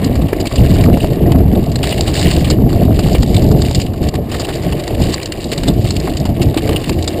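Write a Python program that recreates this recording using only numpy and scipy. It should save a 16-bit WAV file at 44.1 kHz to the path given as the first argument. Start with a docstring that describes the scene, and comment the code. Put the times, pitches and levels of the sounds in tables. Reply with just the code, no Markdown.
"""Mountain bike on loose gravel

A mountain bike rolls over loose lava gravel, heard by a cased camera strapped to the rider's chest.
Wind rumble is banded noise and jolts are short decaying sines; both can overload the input.
Crunching grit, scrabbling tyre knobs and knocking stones are noise bursts that ring the case's modes.
The recorder samples at 12 kHz and holds each sample, which mirrors the whole sound around 12 kHz."""
import sys
import numpy as np
from scipy import signal
from scipy.fft import rfft, irfft, next_fast_len
from scipy.io import wavfile
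from scipy.ndimage import uniform_filter1d, minimum_filter1d

SR = 44100
rng = np.random.default_rng(int(sys.argv[2]) if len(sys.argv) > 2 else 0)


def dump_mix(stems):
    """Bounce the given channels to the path in sys.argv[1] as a 16-bit WAV at rate SR."""
    frames = np.atleast_2d(stems).T  # one column per channel
    limited = np.clip(frames, -1, 1)  # hard clip at full scale
    pcm = np.round(limited * 32767).astype(np.int16)
    wavfile.write(sys.argv[1], SR, pcm)


N = 317512


def from_db(db):
    """Decibels to gain."""
    return 10 ** (np.asarray(db) / 20)


def rms_one(x):
    """Scale to rms 1."""
    return x / np.sqrt(np.mean(x ** 2) + 1e-20)


def in_time(rows):
    """Turn each level column of a time curve into one value a sample."""
    s, *columns = np.transpose(rows)
    return [np.interp(np.arange(N) / SR, s, c) for c in columns]


def double_lowpass(x, r):
    """Two equal one-pole low-passes in a row: an impulse swells, then dies away."""
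    return signal.lfilter([1], [1, -2 * r, r * r], x)


def drift(rate_hz):
    """Slow random movement of rms 1: low-passed noise, drawn at every 20th sample."""
    r = np.exp(-2 * np.pi * rate_hz * 20 / SR)
    slow = double_lowpass(rng.standard_normal(N // 20 + 2002), r)[2000:]   # settled part only
    return np.interp(np.arange(N) / 20, np.arange(len(slow)), rms_one(slow))


def resonance(x, hz, width_hz):
    """A two-pole resonance with gain 1 on top."""
    r = np.exp(-np.pi * width_hz / SR)
    b = np.array([1, 0, -1]) * (1 - r * r) / 2
    a = [1, -2 * r * np.cos(2 * np.pi * hz / SR), r * r]
    return signal.lfilter(b, a, x + 1e-18)


def mode_column():
    """The case's mode frequencies in Hz, one row a mode."""
    return np.array(CASE)[:, :1]


# wind on the case: t/s, relative level/dB of the bands below 288 Hz, of the bands above
WIND_LEVELS = [(0.0, -18, -23), (0.04, -8, -20.5), (0.12, -15.5, -23), (0.26, -7.5, -20),
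               (0.3, -20.5, -22.5), (0.4, -18, -20.5), (0.56, -25, -28), (0.6, -7.5, -18.5),
               (0.82, -9.5, -17.5), (0.94, -4, -10), (0.96, -14.5, -21.5), (1.58, -7, -16.5),
               (1.7, -15.5, -26.5), (1.8, -14, -21), (2.09, -16.5, -22), (2.63, -7, -18.5),
               (2.73, -13, -19.5), (2.77, -5.5, -18), (3.15, -10, -20), (3.19, -9.5, -23), (3.55, -8, -16),
               (3.95, -22, -28), (4.01, -14, -22), (4.31, -21.5, -25), (4.39, -19, -20), (4.45, -25, -23),
               (4.71, -16, -23), (4.89, -27.5, -25), (5.07, -11.5, -20.5), (5.19, -30, -26.5),
               (5.65, -14.5, -23.5), (6.19, -23.5, -27), (6.28, -13.5, -24), (6.78, -20, -21.5),
               (6.86, -19, -25), (6.9, -15, -22), (6.94, -16.5, -22.5), (7.2, -23, -21)]
# spectrum of the wind noise: f/Hz, relative density level/dB (per Hz)
WIND_SPECTRUM = [(12, -38), (20, -10.5), (71, 0.5), (134, -2), (237, -7.5), (288, -5), (528, -16),
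                 (675, -14), (1000, -28.5), (1300, -63), (2200, -120)]
SPLIT_HZ = 250   # a band that starts at or above this is upper rumble
RUMBLE_CUT_HZ = 777


def rumble(lumps_db, patchy_db, bumps_per_s, bumps_db, gust_tilt):
    """Wind pressure as third-octave noise and bumps: lumps swell all bands, each also flickers alone."""
    level_db, upper_db = in_time(WIND_LEVELS)
    hz, density_db = np.transpose(WIND_SPECTRUM)
    bumps = rms_one(rng.standard_normal(N + SR) * (rng.random(N + SR) < bumps_per_s / SR))
    source = rng.standard_normal((2, N + SR)) + from_db(bumps_db) * bumps
    lumps = drift(18.4)
    low_part, upper_part = np.zeros((2, N))
    edges = 18 * 2 ** (np.arange(18) / 3)
    for k, (low, high) in enumerate(zip(edges, edges[1:])):
        bandpass = signal.butter(3, [low, high], "band", fs=SR, output="sos")
        band = signal.sosfilt(bandpass, source[k % 2])[SR:]   # neighbouring bands use separate noise
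        band_db = np.interp(np.log(low * high) / 2, np.log(hz), density_db)
        if low >= SPLIT_HZ:   # strong gusts weigh the upper rumble towards its low end
            band_db = band_db - gust_tilt * (level_db - level_db.mean()) * np.log2(low / 400)
        part = upper_part if low >= SPLIT_HZ else low_part
        part += band * from_db(band_db + lumps_db * lumps + patchy_db * drift(4.5))
    # the sealed case passes little above the cut
    sealed = signal.sosfilt(signal.butter(4, RUMBLE_CUT_HZ, fs=SR, output="sos"), upper_part)
    return from_db(level_db) * rms_one(low_part) + from_db(upper_db) * rms_one(sealed)


# gravel under the tyres: t/s, relative level/dB at 3 kHz, brightness (dB per octave)
GRAVEL = [(0, -33.5, -4), (.36, -37, -2.5), (.56, -30, -0.5), (1.04, -33, 0), (1.3, -36.5, -5.5),
          (1.8, -35.5, 0), (1.84, -28, 1), (2.2, -25.5, 1), (2.51, -25.5, 0), (2.55, -32.5, -2),
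          (2.92, -30.5, -1), (2.96, -24.5, -1), (3.25, -31, 5.5), (3.4, -31.5, 1), (3.58, -29.5, 4),
          (3.62, -30, 1), (3.81, -31, 6), (3.89, -40, 3), (4.07, -33.5, -1), (4.11, -40.5, -3.5),
          (4.3, -33.5, -4), (4.33, -28.5, 1.5), (4.85, -31, -3.5), (4.97, -37, 1), (5.01, -26, 1.5),
          (5.17, -30, -1.5), (5.37, -35, 0), (5.43, -30.5, 0.5), (5.49, -38, 4), (5.57, -29, -2),
          (5.79, -34, 2), (5.85, -29, 3.5), (6.4, -40, -3), (6.42, -30.5, 5), (6.5, -35, -0.5),
          (6.78, -28, -3), (6.97, -33.5, 2), (6.99, -32.5, 0), (7.2, -34, -1)]


def crunch(per_s, spread_db, crack_s, clump_db, hiss_db, focus_octaves):
    """Grit cracks clump over a faint hiss; each has its own pitch and favours the modes near it."""
    level_db, bright_db = in_time(GRAVEL)
    octave = np.log2(mode_column() / 3000)
    at = np.flatnonzero(rng.random(N) < per_s / SR)
    sizes = from_db(spread_db * np.minimum(rng.exponential(1, N), 3))[at]
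    pitch = rng.uniform(octave.min(), octave.max(), N)[at]   # octaves from 3 kHz
    cracks = np.zeros((len(CASE), N))
    cracks[:, at] = sizes * np.exp(-.5 * ((octave - pitch) / focus_octaves) ** 2)
    swells = double_lowpass(cracks + 1e-18, np.exp(-1 / (crack_s * SR)))
    clumps = from_db(clump_db * drift(35.0) + 2.9 * drift(3.4))
    envelope = rms_one(swells * clumps) + from_db(hiss_db)
    return from_db(level_db + bright_db * octave) * envelope * rng.standard_normal((len(CASE), N))


def scrabble(level_db, per_s, tilt_db):
    """Tyre knobs scrabble without pause: fine random clicks into every mode of the case."""
    clicks = rng.standard_normal((len(CASE), N)) * (rng.random(N) < per_s / SR)
    tilt = tilt_db * np.log2(mode_column() / 3000)   # dB per octave
    return from_db(level_db + tilt + 2.1 * drift(19.0)) * rms_one(clicks)


# modes of the case: f/Hz, width of the narrower of two resonances (Hz), relative level/dB
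CASE = [(1060, 162, 2), (1420, 1250, -18), (1844, 440, -1.5), (2280, 300, -3.5), (2837, 394, 2),
        (3735, 490, -1), (4503, 750, 1.5), (4810, 610, 0.5)]


def ring_case(drive):
    """Each mode rings its own drive through a narrow and a wide resonance at one frequency."""
    ringing = np.zeros(N)
    for x, (hz, width_hz, db) in zip(drive, CASE):
        narrow = resonance(x, hz, width_hz)
        ringing += from_db(db) * resonance(narrow, hz, 3.9 * width_hz)
    return ringing


# stones and mount knocking: t/s, relative level/dB, brightest f/Hz,
# time for the chatter to fall 30 dB (s), relative low body level/dB
KNOCKS = [(0.0432, -11.5, 4650, 0.011, -24), (0.153, -15.5, 1990, 0.016, -12),
          (0.217, -14.5, 1090, 0.013, -10), (0.282, -18, 2660, 0.016, -6), (0.3299, -5.5, 2210, 0.0092, -6),
          (0.4, -16.5, 5040, 0.02, -16), (0.41, -8.5, 4500, 0.0072, -24), (0.454, -16, 1170, 0.016, -7),
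          (0.468, -9, 3070, 0.013, -27), (0.5112, -19, 1550, 0.0088, 4), (0.5547, -13, 3870, 0.023, -17),
          (0.579, -13.5, 3010, 0.014, -17), (0.6468, -12.5, 1820, 0.012, -20),
          (0.759, -10, 1330, 0.0082, -5), (0.81, -17, 4400, 0.01, -20), (0.837, -3.5, 1800, 0.009, -18),
          (0.859, -22, 1370, 0.0093, 11), (0.9726, -3, 1000, 0.0057, -7), (1, -14.5, 3050, 0.02, -15),
          (1.028, -19.5, 2880, 0.021, -15), (1.043, -13, 2300, 0.0097, -21),
          (1.318, -9.5, 1610, 0.0085, -3), (1.356, -16.5, 1050, 0.0082, 7),
          (1.549, -16.5, 2920, 0.016, -12), (1.715, -19.5, 4630, 0.019, -15),
          (1.7554, -5.5, 4970, 0.011, -15.5), (1.787, -12, 1060, 0.0091, -26),
          (1.8285, -5, 2800, 0.011, -17), (1.8357, -8, 3000, 0.019, -10), (1.871, -4, 3760, 0.0057, -22),
          (1.91, -17, 3260, 0.022, -18), (1.921, -13, 3000, 0.023, -19), (1.9777, -13, 2920, 0.015, -20),
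          (2.0075, 7.5, 4140, 0.0052, -21), (2.0687, -19.5, 3730, 0.064, -9),
          (2.139, -7, 4370, 0.0095, -20), (2.17, -10.5, 3620, 0.018, -14), (2.1906, -12, 4500, 0.024, -14),
          (2.2132, -9, 4620, 0.01, -22), (2.2762, -16, 2030, 0.021, -11), (2.3107, -7, 3760, 0.012, -11),
          (2.363, -6, 3180, 0.008, -17), (2.407, -14, 2900, 0.012, -15), (2.4432, -13.5, 2840, 0.025, -14),
          (2.499, -6, 5070, 0.021, -15), (2.728, -14.5, 1390, 0.0076, 3), (2.9896, -9.5, 2890, 0.012, -4),
          (3.0609, -19, 1140, 0.0075, 8), (3.0833, -13, 1040, 0.0093, -6.5), (3.128, -12, 4800, 0.012, -22),
          (3.1455, -13, 2470, 0.035, -13), (3.2291, -2, 1020, 0.0084, -10), (3.342, -12, 4500, 0.016, -16),
          (3.3635, -8.5, 2380, 0.011, -14), (3.42, -16, 4470, 0.013, -6), (3.512, -15, 1120, 0.015, -2.5),
          (3.618, -6.5, 4770, 0.0083, -11), (3.69, -18, 3900, 0.0091, -13), (3.7087, -12, 4750, 0.011, -6),
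          (3.746, -10, 4830, 0.021, -22), (3.7978, -13, 2500, 0.021, -24), (3.814, -12.5, 4700, 0.015, -25),
          (3.863, -15, 3000, 0.0092, -21), (3.9379, -25, 1140, 0.0093, 5), (4.0265, -19, 1100, 0.012, -8),
          (4.0733, -22, 4200, 0.0085, -18), (4.0856, -6, 3640, 0.0091, -21), (4.1375, -13, 2330, 0.016, -6),
          (4.152, -6, 3400, 0.011, -16), (4.3131, -20.5, 2950, 0.039, -8), (4.34, -16, 1780, 0.028, -8),
          (4.395, -17, 4520, 0.029, -9), (4.4497, -12, 2690, 0.0088, -9), (4.4845, -19, 1890, 0.039, -3),
          (4.503, -21, 3030, 0.0072, -8), (4.6317, -17, 1770, 0.019, -16), (4.722, -9.5, 1050, 0.014, -10),
          (4.794, -16, 4550, 0.013, -20), (4.836, -15, 2980, 0.01, -22), (4.877, 0.5, 3740, 0.0049, -7),
          (4.9464, -15, 2960, 0.012, -23), (5.017, -10, 2940, 0.0097, -22), (5.124, -17, 4580, 0.016, -16),
          (5.1398, -1, 4350, 0.0081, -18), (5.229, -4.5, 4650, 0.0079, -19),
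          (5.257, -2.5, 4550, 0.0057, -28), (5.32, -4.5, 2320, 0.01, -30), (5.441, -12, 3660, 0.01, -28),
          (5.514, -10.5, 3440, 0.022, -20), (5.5265, -8.5, 2420, 0.019, -18),
          (5.5764, -6.5, 4300, 0.0079, -11), (5.633, -10, 4580, 0.0093, -6),
          (5.673, -7.5, 1000, 0.014, -18), (5.6808, -9, 4770, 0.014, -7.5),
          (5.847, -13.5, 3030, 0.014, -11), (5.8713, -10.5, 3060, 0.013, -19),
          (5.905, -2, 4760, 0.0077, -12), (5.964, -6.5, 2450, 0.0084, -24), (5.998, -12, 4460, 0.009, -19),
          (6.0702, -17, 1700, 0.026, -2.5), (6.135, -13, 2800, 0.0061, -16), (6.1539, -26, 1130, 0.011, 3),
          (6.1684, -9, 5000, 0.0097, -30), (6.1988, -16, 4780, 0.01, -10), (6.251, -18.5, 1170, 0.028, -6),
          (6.4135, -18, 2970, 0.02, -10), (6.542, -11, 3770, 0.0074, -1), (6.571, -8, 2650, 0.024, -12),
          (6.6908, -6, 3000, 0.0089, -3.5), (6.7305, 0, 2000, 0.0045, -19), (6.76, -3.5, 2980, 0.014, -23),
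          (6.8805, -17, 2760, 0.0065, -19), (6.893, 0, 2220, 0.0088, -12),
          (7.0233, -11.5, 4610, 0.011, -22), (7.0404, -18.5, 4910, 0.017, -13),
          (7.0749, -6, 3820, 0.015, -18)]
BODY_HZ = 1600   # modes below this carry a knock's low body


def knocks(focus_octaves, broad_db, uneven_db, rise_s, ragged_db, gain_db, body_gain_db):
    """A contact chatters raggedly: strong near its own pitch, uneven in the other modes."""
    out = np.zeros((len(CASE), N + SR))
    t = np.arange(SR // 16) / SR
    mode_hz = mode_column()
    chatter = rng.standard_normal((len(KNOCKS), len(CASE), len(t)))
    steps = rng.standard_normal((len(KNOCKS), len(t) // 40 + 1))
    bounces = from_db(ragged_db * np.repeat(steps, 40, axis=1))[:, :len(t)]   # about 1 ms each
    others = from_db(broad_db + uneven_db * rng.standard_normal((len(KNOCKS), len(CASE), 1)))
    for knock, noise, bounce, other in zip(KNOCKS, chatter, bounces, others):
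        s, peak_db, hz, length_s, body_db = knock
        shape = (1 - np.exp(-t / rise_s)) * from_db(-30 * t / length_s) * bounce
        near = np.exp(-.5 * (np.log2(mode_hz / hz) / focus_octaves) ** 2)
        share = np.where(mode_hz < BODY_HZ, from_db(body_db + body_gain_db), near + other)
        out[:, round(s * SR):][:, :len(t)] += from_db(peak_db + gain_db) * share * shape * noise
    return out[:, :N]


def mount_thud(body, hz, width_hz, gain_db):
    """The chest mount answers a knock's low body with two resonances at one frequency."""
    return from_db(gain_db) * resonance(resonance(body, hz, width_hz), hz, 2 * width_hz)


# hard jolts of the case: t/s, relative level/dB, f/Hz
JOLTS = [(0.33, 1.5, 420), (0.719, 1.5, 197), (0.972, -4.5, 620), (1.044, -1.5, 610), (1.174, -9, 202),
         (1.24, -2, 323), (1.534, -1, 270), (1.812, -12, 470), (1.926, -6, 580), (2.006, -3.5, 210),
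         (2.605, -25, 215), (2.853, 0, 220), (2.99, -2.5, 415), (3.15, -0.5, 485), (3.798, -15, 690),
         (3.851, -8, 250), (4.288, -12, 222), (4.485, -7, 410), (5.0, -7, 242), (5.525, -7, 408),
         (5.671, -6, 302), (6.254, -6, 221), (6.566, -0.5, 315), (6.69, -10.5, 300), (6.893, -7, 231)]


def jolts(cycles):
    """A short push swings the case as a sine that falls 60 dB in the given number of cycles."""
    out = np.zeros(N + SR)
    t = np.arange(SR // 20) / SR
    for s, peak_db, hz in JOLTS:
        envelope = from_db(-60 * t * hz / cycles) * (1 - np.exp(-t * hz * 10.6))
        out[round(s * SR):][:len(t)] += from_db(peak_db) * np.sin(2 * np.pi * hz * t) * envelope
    return out[:N]


def scene():
    """Scrabble, crunch and knocks ring the case, knocks thud in the mount; rumble and jolts lie under."""
    grit = crunch(per_s=1500.0, spread_db=0.5, crack_s=0.00085, clump_db=2.5, hiss_db=-13.5,
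                  focus_octaves=0.34)
    blows = knocks(focus_octaves=0.21, broad_db=-4, uneven_db=5.5, rise_s=0.0047, ragged_db=0.5,
                   gain_db=8.0, body_gain_db=5)
    knobs = scrabble(level_db=-45, per_s=3000.0, tilt_db=-10.0)
    ringing = ring_case(from_db(3.5) * grit + blows + knobs)
    thud = mount_thud(blows[0], hz=710, width_hz=372, gain_db=11.5)   # driven by the lowest mode's share
    wind = rumble(lumps_db=2.5, patchy_db=1.5, bumps_per_s=60.0, bumps_db=-4.5, gust_tilt=0.11)
    return (wind + jolts(cycles=7.2) + ringing + thud)[None]


OVERLOAD = 1.0   # full scale
LIMITER_S = 0.012
HOLD_HZ, ALIAS_CUT_HZ, CUTOFF_HZ = 12000, 5300, 15250


def limit(dry):
    """A fast limiter looks ahead to each peak and turns it down smoothly."""
    size = round(LIMITER_S * SR)
    gain = minimum_filter1d(OVERLOAD / np.maximum(np.abs(dry), OVERLOAD), 2 * size + 1)
    return dry * uniform_filter1d(gain, size + 1)


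def sample_and_hold(x):
    """Sampling adds images around the sample rate; holding each sample dulls them."""
    # the sound plus its first pair of images
    sampled = x * (1 + 2 * np.cos(2 * np.pi * HOLD_HZ * np.arange(N) / SR))
    size = next_fast_len(N)
    # a held step is a boxcar one sample period long
    hold = np.sinc(np.fft.rfftfreq(size, 1 / SR) / HOLD_HZ)
    return irfft(rfft(sampled, size) * hold, size)[:, :N]


def record(dry):
    """The limited input is filtered, sampled, held and clipped; the top is cut."""
    limited = from_db(2.0) * limit(dry)
    filtered = signal.sosfilt(signal.butter(8, ALIAS_CUT_HZ, fs=SR, output="sos"), limited)
    held = np.clip(sample_and_hold(filtered), -OVERLOAD, OVERLOAD)
    return signal.sosfilt(signal.ellip(10, .05, 60, CUTOFF_HZ, fs=SR, output="sos"), held)


dry = scene()
out = record(dry)
dump_mix(out)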